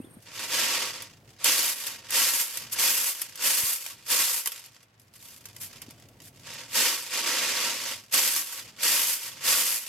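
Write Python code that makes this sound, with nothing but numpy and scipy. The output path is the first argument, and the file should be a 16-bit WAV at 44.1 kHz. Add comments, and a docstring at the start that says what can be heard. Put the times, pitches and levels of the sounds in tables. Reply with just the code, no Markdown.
"""A moment of open pasture (soft wind puffs, a rasping insect, a far bird's slur, a breeze), then at once a wide
metal tray of wheat outdoors: the grain slides, is tossed and showers back, stray kernels tick on the metal,
a hand sweeps the heap together, and slides and tosses follow again. A faint low rumble runs throughout.
Grain is dense random clicks, each with its contact hardness, played through the tray's decaying modes, with
brief sine pings of random pitch sprinkled in. Air, breeze and insect are coloured noise; bird and thumps are sines."""
import sys
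import numpy as np
from scipy import signal
from scipy.fft import rfft, irfft, next_fast_len
from scipy.io import wavfile
from scipy.ndimage import uniform_filter1d

SR = 44100
rng = np.random.default_rng(int(sys.argv[2]) if len(sys.argv) > 2 else 0)


def dump_mix(stems):
    """Bounce the given channels to the path in sys.argv[1] as a 16-bit WAV at rate SR."""
    frames = np.atleast_2d(stems).T  # one column per channel
    limited = np.clip(frames, -1, 1)  # hard clip at full scale
    pcm = np.round(limited * 32767).astype(np.int16)
    wavfile.write(sys.argv[1], SR, pcm)


N = 435708
TIME = np.arange(N) / SR
PASTURE_END_S, TOP_HZ = 0.195, 16100


def undb(db):
    """Decibels to gain."""
    return 10 ** (np.asarray(db) / 20)


def curves(table):
    """Columns of a timed table, interpolated at every sample."""
    s, *columns = np.transpose(table)
    return [np.interp(TIME, s, column) for column in columns]


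def unit(x):
    """Scale to rms 1."""
    return x / np.sqrt(np.mean(x ** 2))


def slope(points, hz):
    """Gain of a (f/Hz, level/dB) spectrum at the given frequencies."""
    f, db = np.transpose(points)
    return undb(np.interp(np.log(hz + 1), np.log(f), db))


def noise(points):
    """Noise of the given colour, rms 1."""
    size = next_fast_len(N, True)
    white = rfft(rng.standard_normal(size))
    colour = slope(points, np.fft.rfftfreq(size, 1 / SR))
    return unit(irfft(white * colour, size)[:N])


def wide(points, side):
    """Coloured noise, partly different in the two ears."""
    return noise(points) + side * noise(points) * np.array([[1], [-1]])


def walk(rate_hz):
    """Random levels, each held 1 / rate, then slewed; rms 1."""
    hold = int(SR / rate_hz)
    steps = np.repeat(rng.standard_normal(N // hold + 1), hold)
    return unit(uniform_filter1d(steps, hold)[:N])


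# low outdoor rumble: t/s, level/dB (before the dips)
RUMBLE_LEVELS = [(0, -56), (.7, -61.5), (1.3, -55.5), (2, -57), (2.7, -53.5), (3.4, -61), (4.2, -59),
                 (4.8, -67.5), (5.8, -54.5), (6.6, -55.5), (7, -69), (7.4, -67), (8.05, -59), (8.7, -55.5),
                 (9.88, -54)]
# rumble and still-air spectra: f/Hz, relative level/dB
RUMBLE_SPECTRUM = [(25, -27), (50, 1), (75, -7), (105, 10), (170, 1), (270, -2), (400, -7.5), (700, -9),
                   (1500, -30)]
AIR_SPECTRUM = [(100, -13), (500, 10), (1800, 12), (5000, -1), (12000, -33), (16000, -23)]


def outdoors(air_db=-71, dip_db=23, dip_delay_s=0.31, sink_s=0.47, return_s=0.2):
    """Low noise that sinks around each toss and comes back, over steady still-air noise."""
    db, = curves(RUMBLE_LEVELS)
    for landing_s, *_ in TOSS_EVENTS:
        db = db - dip_db * np.interp(TIME - landing_s - dip_delay_s, [-sink_s, 0, return_s], [0, 1, 0])
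    rumble = undb(db) * wide(RUMBLE_SPECTRUM, side=0.11)
    air = undb(air_db) * wide(AIR_SPECTRUM, side=1.0)
    return rumble + air


# wind puffs at first, later bumps of the tray: t/s, level/dB (before thump_db), f/Hz
THUMP_EVENTS = [(0.001, -22, 258), (0.044, -32.5, 310), (0.071, -36, 266), (0.169, -32, 217),
                (3.634, -31, 106.6), (5.883, -33.5, 267.1)]


def thumps(t60_s=0.02, rise_s=0.0021, thump_db=5):
    """Soft low sine knocks that die within a few cycles."""
    out, t = np.zeros(N), np.arange(SR // 10) / SR
    for s, db, hz in THUMP_EVENTS:
        start = int(s * SR)
        envelope = undb(db + thump_db - 60 * t / t60_s) * (1 - np.exp(-t / rise_s))
        out[start:start + len(t)] += envelope * np.sin(2 * np.pi * hz * t)
    return out


# insect chirps: t/s, level/dB
INSECT_CHIRPS = [(.018, -64), (.052, -63), (.112, -61), (.144, -57)]


def insect(buzz_db=-66, chirp_sigma_s=0.006):
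    """High band noise: short rasping chirps over a steady buzz."""
    gain = undb(buzz_db)
    for s, db in INSECT_CHIRPS:
        gain = gain + undb(db) * np.exp(-.5 * ((TIME - s) / chirp_sigma_s) ** 2)
    return gain * noise([(7400, -33), (8600, 3), (9700, -4), (10500, -9), (11600, 0), (13500, -36)])


# far bird's slur: t/s, f/Hz, level/dB (before flutter)
BIRD_SLUR = [(.02, 2590, -67), (.035, 2860, -64), (.05, 3630, -60), (.08, 3250, -68), (.11, 3000, -100)]


def bird(flutter_db=2.6, flutter_hz=160):
    """A sine of gliding pitch and fluttering level."""
    hz, db = curves(BIRD_SLUR)
    return undb(db + flutter_db * walk(flutter_hz)) * np.sin(2 * np.pi * np.cumsum(hz) / SR)


def breeze(level_db=-61):
    """Mostly low noise, wide between the ears."""
    return undb(level_db) * wide([(50, -29.0), (230, -3.5), (400, -7), (620, -14), (1100, -16),
                                  (4000, -27.0), (7000, -36)], side=1.0)


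def pasture():
    """Insect, far bird and breeze, cut off at PASTURE_END_S."""
    return (insect() + bird() + breeze()) * (TIME < PASTURE_END_S)


def swell(s, db, rise_s, hold_s, fall_s, sag_db_per_s, ramp_db=20):
    """Level/dB of a movement: rises to s, sags while held, falls; each ramp time spans ramp_db."""
    t = TIME - s
    early, late = np.maximum(-t, 0), np.maximum(t - hold_s, 0)
    return db - ramp_db * (early / rise_s + late / fall_s) - sag_db_per_s * np.clip(t, 0, hold_s)


def runs(table, sag_db_per_s=6):
    """(level/dB, hardness/dB) of grain runs that slow as the grain piles up."""
    return [(swell(s, db, rise_s, hold_s, fall_s, sag_db_per_s), hard_db)
            for s, db, rise_s, hold_s, fall_s, hard_db in table]


# runs over the tilted or jerked tray, and at 2.725 s a brief bright spray of grain striking the metal, before
# grain trims: # t/s, level/dB, rise/s, hold/s, fall/s, hardness/dB
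SLIDE_EVENTS = [(0.207, -63, 0.027, .08, .1, 10.5), (.27, -52, 0.036, .06, .1, -24),
                (.395, -34.5, 0.11, 0.074, 0.086, -9), (.533, -25.5, 0.1, .12, 0.13, -8),
                (.69, -28, 0.098, .13, .21, -10.5), (.981, -42.5, 0.27, .025, .13, -20),
                (1.285, -58, 0.028, 0.039, 0.062, -10.5), (2.725, -34.5, 0.021, 0.0086, 0.027, 10),
                (4.579, -52, .069, 0.085, 0.19, -6), (6.472, -40, 0.042, .14, 0.1213, -14),
                (6.761, -22.5, 0.05, 0.08, 0.26, -4.5), (7.141, -27.5, 0.094, 0.055, 0.043, -9),
                (7.261, -26, .13, 0.43, 0.23, -10), (7.886, -32, 0.54, 0.028, 0.1, -7.5)]


def slides():
    """Grain runs over the tilted or jerked tray, and one brief bright spray of grain striking the metal."""
    return runs(SLIDE_EVENTS)


# tosses, before grain trims: landing t/s, shower level/dB, rise/s, shower length/s, hardness/dB,
# first kernels level/dB, run-back level/dB
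TOSS_EVENTS = [(1.452, -22.0, 0.022, 0.248, -3, -42.5, -35.0),
               (2.144, -22.5, 0.045, 0.28, -1.5, -37.0, -37.0),
               (2.794, -24.0, 0.036, 0.29, -0.5, -35.5, -40.5),
               (3.442, -25.0, 0.062, 0.29, 1.0, -38.5, -41.5),
               (4.111, -24.0, 0.048, 0.25, -0.5, -48.0, -44.5),
               (8.135, -22.5, 0.018, 0.251, -1.5, -59.0, -36.0),
               (8.837, -22.5, 0.042, 0.29, -1.5, -40.5, -38.0),
               (9.465, -23.0, 0.049, 0.29, -1, -38.0, -40.0)]


def first_kernels(landing_s, db):
    """The near edge of the heap touches down softly just ahead of the shower."""
    return swell(landing_s - .036, db, rise_s=.068, hold_s=0, fall_s=.11, sag_db_per_s=0), -15


def shower(landing_s, db, rise_s, length_s, hard_db, harden_db_per_s=21):
    """The shower thins; contacts harden as kernels from higher up arrive."""
    level_db = swell(landing_s, db, rise_s, length_s, fall_s=.1, sag_db_per_s=33)
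    return level_db, hard_db + harden_db_per_s * np.clip(TIME - landing_s, 0, length_s)


def run_back(landing_s, db, hard_db, delay_s=.423, fall_s=.19, extra_hard_db=1.1, soften_db_per_s=91):
    """Landed grain runs back, then goes dull as the next lift unloads it."""
    peak_s = landing_s + delay_s
    level_db = swell(peak_s, db, rise_s=.32, hold_s=0, fall_s=fall_s, sag_db_per_s=0)
    return level_db, hard_db + extra_hard_db - soften_db_per_s * np.clip(TIME - peak_s, 0, fall_s)


def tosses():
    """(level/dB, hardness/dB) of every toss's three stages."""
    stages = []
    for s, db, rise_s, length_s, hard_db, first_db, back_db in TOSS_EVENTS:
        stages += [first_kernels(s, first_db), shower(s, db, rise_s, length_s, hard_db),
                   run_back(s, back_db, hard_db)]
    return stages


# hand sweeps and its slips back to the rim, before grain trims:
# t/s, level/dB, rise/s, hold/s, fall/s, hardness/dB
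SWEEP_EVENTS = [(5.005, -64.5, 0.029, 0.012, 0.19, 7), (5.148, -51.5, 0.023, 0.12, .45, 1.5),
                (5.471, -53.5, .1, 0.017, 0.13, -11), (5.613, -45.5, 0.06, 0.024, 0.098, 6.5),
                (5.71, -52.5, 0.095, 0.078, 0.469, -11.5), (6.219, -54.5, 0.0075, 0.064, .014, 2.5),
                (6.355, -57, .05, .075, 0.099, -6)]


def sweeps():
    """The hand sweeps the heap together and slips back to the rim."""
    return runs(SWEEP_EVENTS)


def motion(rest_db=-72, rest_hard_db=-22):
    """Summed level/dB of all moving grain over a faint stir, and its power-weighted hardness/dB."""
    total = hardness = 0
    for db, hard_db in [(rest_db, rest_hard_db)] + slides() + tosses() + sweeps():
        power = 10 ** (np.maximum(db, -200) / 10)
        total = total + power
        hardness = hardness + power * hard_db
    return 10 * np.log10(total), hardness / total


def contacts(per_s, scatter_db):
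    """Random clicks of uneven size at a moving rate, mean power near 1."""
    hits = np.flatnonzero(rng.random(N) < per_s / SR)
    weight, sign = rng.standard_normal((len(hits), 2)).T
    sizes = unit(undb(scatter_db * np.clip(weight, -2, 2)))
    force = np.zeros(N)
    force[hits] = sizes * np.sign(sign) * np.sqrt(SR / per_s[hits])
    return force


def harden(force, db, edge_hz=7300, body_hz=480, body_share=0.51):
    """Harder, shorter contacts carry more treble; soft, long ones push the low modes more."""
    soft = signal.sosfiltfilt(signal.butter(2, edge_hz, fs=SR, output="sos"), force)
    body = signal.sosfilt(signal.butter(1, body_hz, fs=SR, output="sos"), force)
    return soft + undb(db) * (force - soft) + (undb(-body_share * db) - 1) * body


# clear modes, damped by hands and heap: f/Hz (before detune), width/Hz (before width_scale),
# level over the dense modes/dB (before mode_db)
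CLEAR_MODES = [(228, 25, 7), (280, 70, 4.2), (517, 70, 5.6), (937, 55, 9.2), (1136, 55, 5.5),
               (1351, 55, 5.2), (1593, 55, 2.4), (1852, 49, 2.3), (1970, 55, 4.1), (2137, 45, 2.1),
               (2293, 55, 1.5), (2433, 37, 2.8), (2638, 55, 0.3), (2765, 55, 2.5), (3058, 55, 5.4),
               (3418, 55, 4.5), (3828, 55, 4.6), (4484, 55, 3.3), (4867, 55, 1.7), (5399, 55, 2.7),
               (6024, 55, 1.6), (6713, 55, 1.1), (7983, 55, 2.4)]
# spectrum of a kernel's blow: f/Hz, relative level/dB
BLOW_SPECTRUM = [(60, -45), (150, -50), (225, -18.5), (420, -11.5), (700, -12.5), (1200, -7.5),
                 (2000, -4.5), (3000, -1.93), (4000, -5.5), (5100, -0.6), (6600, -1.95), (9000, -2.4),
                 (12500, 0.4), (14000, -4.5), (15500, -20)]
# stereo balance: f/Hz, right minus left/dB
RIGHT_BALANCE = [(250, -0.5), (1500, 2.4), (4000, 1), (8000, 1.5), (12000, -0.8)]


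def tray_spot(crack_t60_s=0.003, crack=1.24, wash_t60_s=0.071, tail_t60_s=0.17, tail=0.12,
              mode_db=1.5, width_scale=0.5, detune=0.0015, apart_hz=4300, size=8192):
    """Stereo response of one spot of the tray: a crack, a wash of dense modes, and the clear modes."""
    t, hz = np.arange(size) / SR, np.fft.rfftfreq(size, 1 / SR)
    fade = crack * undb(-60 * t / crack_t60_s) + undb(-60 * t / wash_t60_s)
    fade = fade + tail * undb(-60 * t / tail_t60_s)
    mid, side = rfft(rng.standard_normal((2, size)) * fade / np.sqrt(np.sum(fade ** 2)))
    for f, width_hz, db in CLEAR_MODES:
        # the weight of the grain shifts each mode a little
        f = f * (1 + detune * rng.standard_normal())
        resonance = 1 / (1 + 2j * (hz - f) / (width_hz * width_scale))
        # sign: the spot lies on a crest or a trough of the mode's shape
        mid = mid + rng.choice([-1, 1]) * undb(db + mode_db) * resonance
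    # short waves differ more between the ears
    spread = np.interp(hz, [300, apart_hz, 12000], [.27, .8, .85])
    lean = slope(RIGHT_BALANCE, hz) ** .5
    ears = np.array([(mid + spread * side) / lean, (mid - spread * side) * lean])
    return np.roll(irfft(ears * slope(BLOW_SPECTRUM, hz)), 32, axis=1)


def ring(force, **spot):
    """A force played through a fresh spot of the tray."""
    return signal.oaconvolve(force[None], tray_spot(**spot), axes=1)[:, :N]


def grain(db, hardness, full_per_s=4500, crowding=.65, scatter_db=5.0, clump_db=0.25, clump_hz=110,
          wander_db=1.26, wander_hz=45, grain_db=5, hard_db=-1, count=7):
    """Kernels hit several spots in clumps, now here, now there; the livelier the heap, the more of them."""
    per_s = full_per_s * undb(crowding * (db - db.max()))
    drive = undb(db + grain_db + clump_db * walk(clump_hz)) / np.sqrt(count)
    out = 0
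    for _ in range(count):
        here = undb(wander_db * walk(wander_hz))
        force = drive * here * contacts(per_s / count, scatter_db)
        out = out + ring(harden(force, hardness + hard_db))
    return out


def pings(db, hardness, per_s=250, soft_hz=2800, hard_hz=6000, octaves=.6, t60_s=0.019, ping_db=-5,
          scatter_db=4, pan_db=2, size=900):
    """Brief sine pings of random pitch follow the moving grain's level, higher when contacts are harder."""
    out, t = np.zeros((2, N + size)), np.arange(size) / SR
    fade = undb(ping_db - 60 * t / t60_s)
    starts = np.flatnonzero(rng.random(N) < per_s / SR)
    pitch, weight, pan = rng.standard_normal((len(starts), 3)).T
    centre_hz = np.interp(hardness[starts], [-12, 6], [soft_hz, hard_hz])
    hz = np.minimum(centre_hz * 2 ** (octaves * pitch), TOP_HZ)
    gains = undb(db[starts] + scatter_db * np.minimum(weight, 2) + pan_db * np.array([pan, -pan]))
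    for i, f, gain in zip(starts, hz, gains.T):
        out[:, i:i + size] += gain[:, None] * (fade * np.sin(2 * np.pi * f * t))
    return out[:, :N]


# stray kernels and small clumps: t/s, level/dB (before strike_db), hardness/dB
STRIKE_EVENTS = [(1.0207, -25, 6), (1.134, -35, -12), (1.3907, -37, -8), (1.4425, -6, 3), (1.478, -13, -1),
                 (1.8008, -20.5, 1), (1.8659, -27, 12), (2.1045, -18, 5.5), (2.571, -16, 4.5),
                 (3.2157, -13.5, 5.5), (3.294, -31, 2), (3.355, -24, 2), (3.8617, -17.5, -1),
                 (4.4573, -10.5, 2), (4.472, -11, 3), (4.518, -19, 2), (4.5927, -32, 4), (4.6588, -32, 2),
                 (4.7633, -34.5, -18), (4.8287, -38, -2), (4.996, -42, 4.5), (5.454, -22.5, -1.5),
                 (5.4849, -32, -3), (5.5628, -24.5, -2.5), (5.7285, -28.5, -7.5), (5.7581, -28.5, -10),
                 (5.8168, -24, 1.5), (5.906, -30, 0), (5.9976, -37, -3), (6.022, -34, -11),
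                 (6.0855, -38.5, -1), (6.201, -30, -10), (6.5355, -27, 1), (8.123, -22, 7), (8.138, -8, 3)]


def strikes(strike_db=11, bounce_s=.002, bounce=0.63):
    """Stray kernels strike the bare metal with a longer, stronger crack and bounce once."""
    out = np.zeros((2, N))
    for s, db, hard_db in STRIKE_EVENTS:
        force = np.zeros(SR // 20)
        # bounce delay: 0.5 to 1.5 times bounce_s
        gap = int(bounce_s * SR * (.5 + rng.random()))
        force[[20, 20 + gap]] = 1, bounce
        tick = undb(db + strike_db) * ring(harden(force, hard_db), crack_t60_s=0.017, crack=2.1)
        start = int(s * SR)
        out[:, start:start + tick.shape[1]] += tick[:, :N - start]
    return out


def scene():
    """The pasture, then the tray, over the outdoor rumble."""
    db, hardness = motion()
    heap = (grain(db, hardness) + pings(db, hardness)) * (TIME >= PASTURE_END_S)
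    return outdoors() + thumps() + pasture() + heap + strikes()


def record(dry):
    """The recorder cuts the deepest bass and the top."""
    dry = signal.sosfilt(signal.butter(2, 45, "highpass", fs=SR, output="sos"), dry)
    return signal.sosfilt(signal.ellip(10, .2, 80, TOP_HZ, fs=SR, output="sos"), dry)


dry = scene()
out = record(dry)
dump_mix(out)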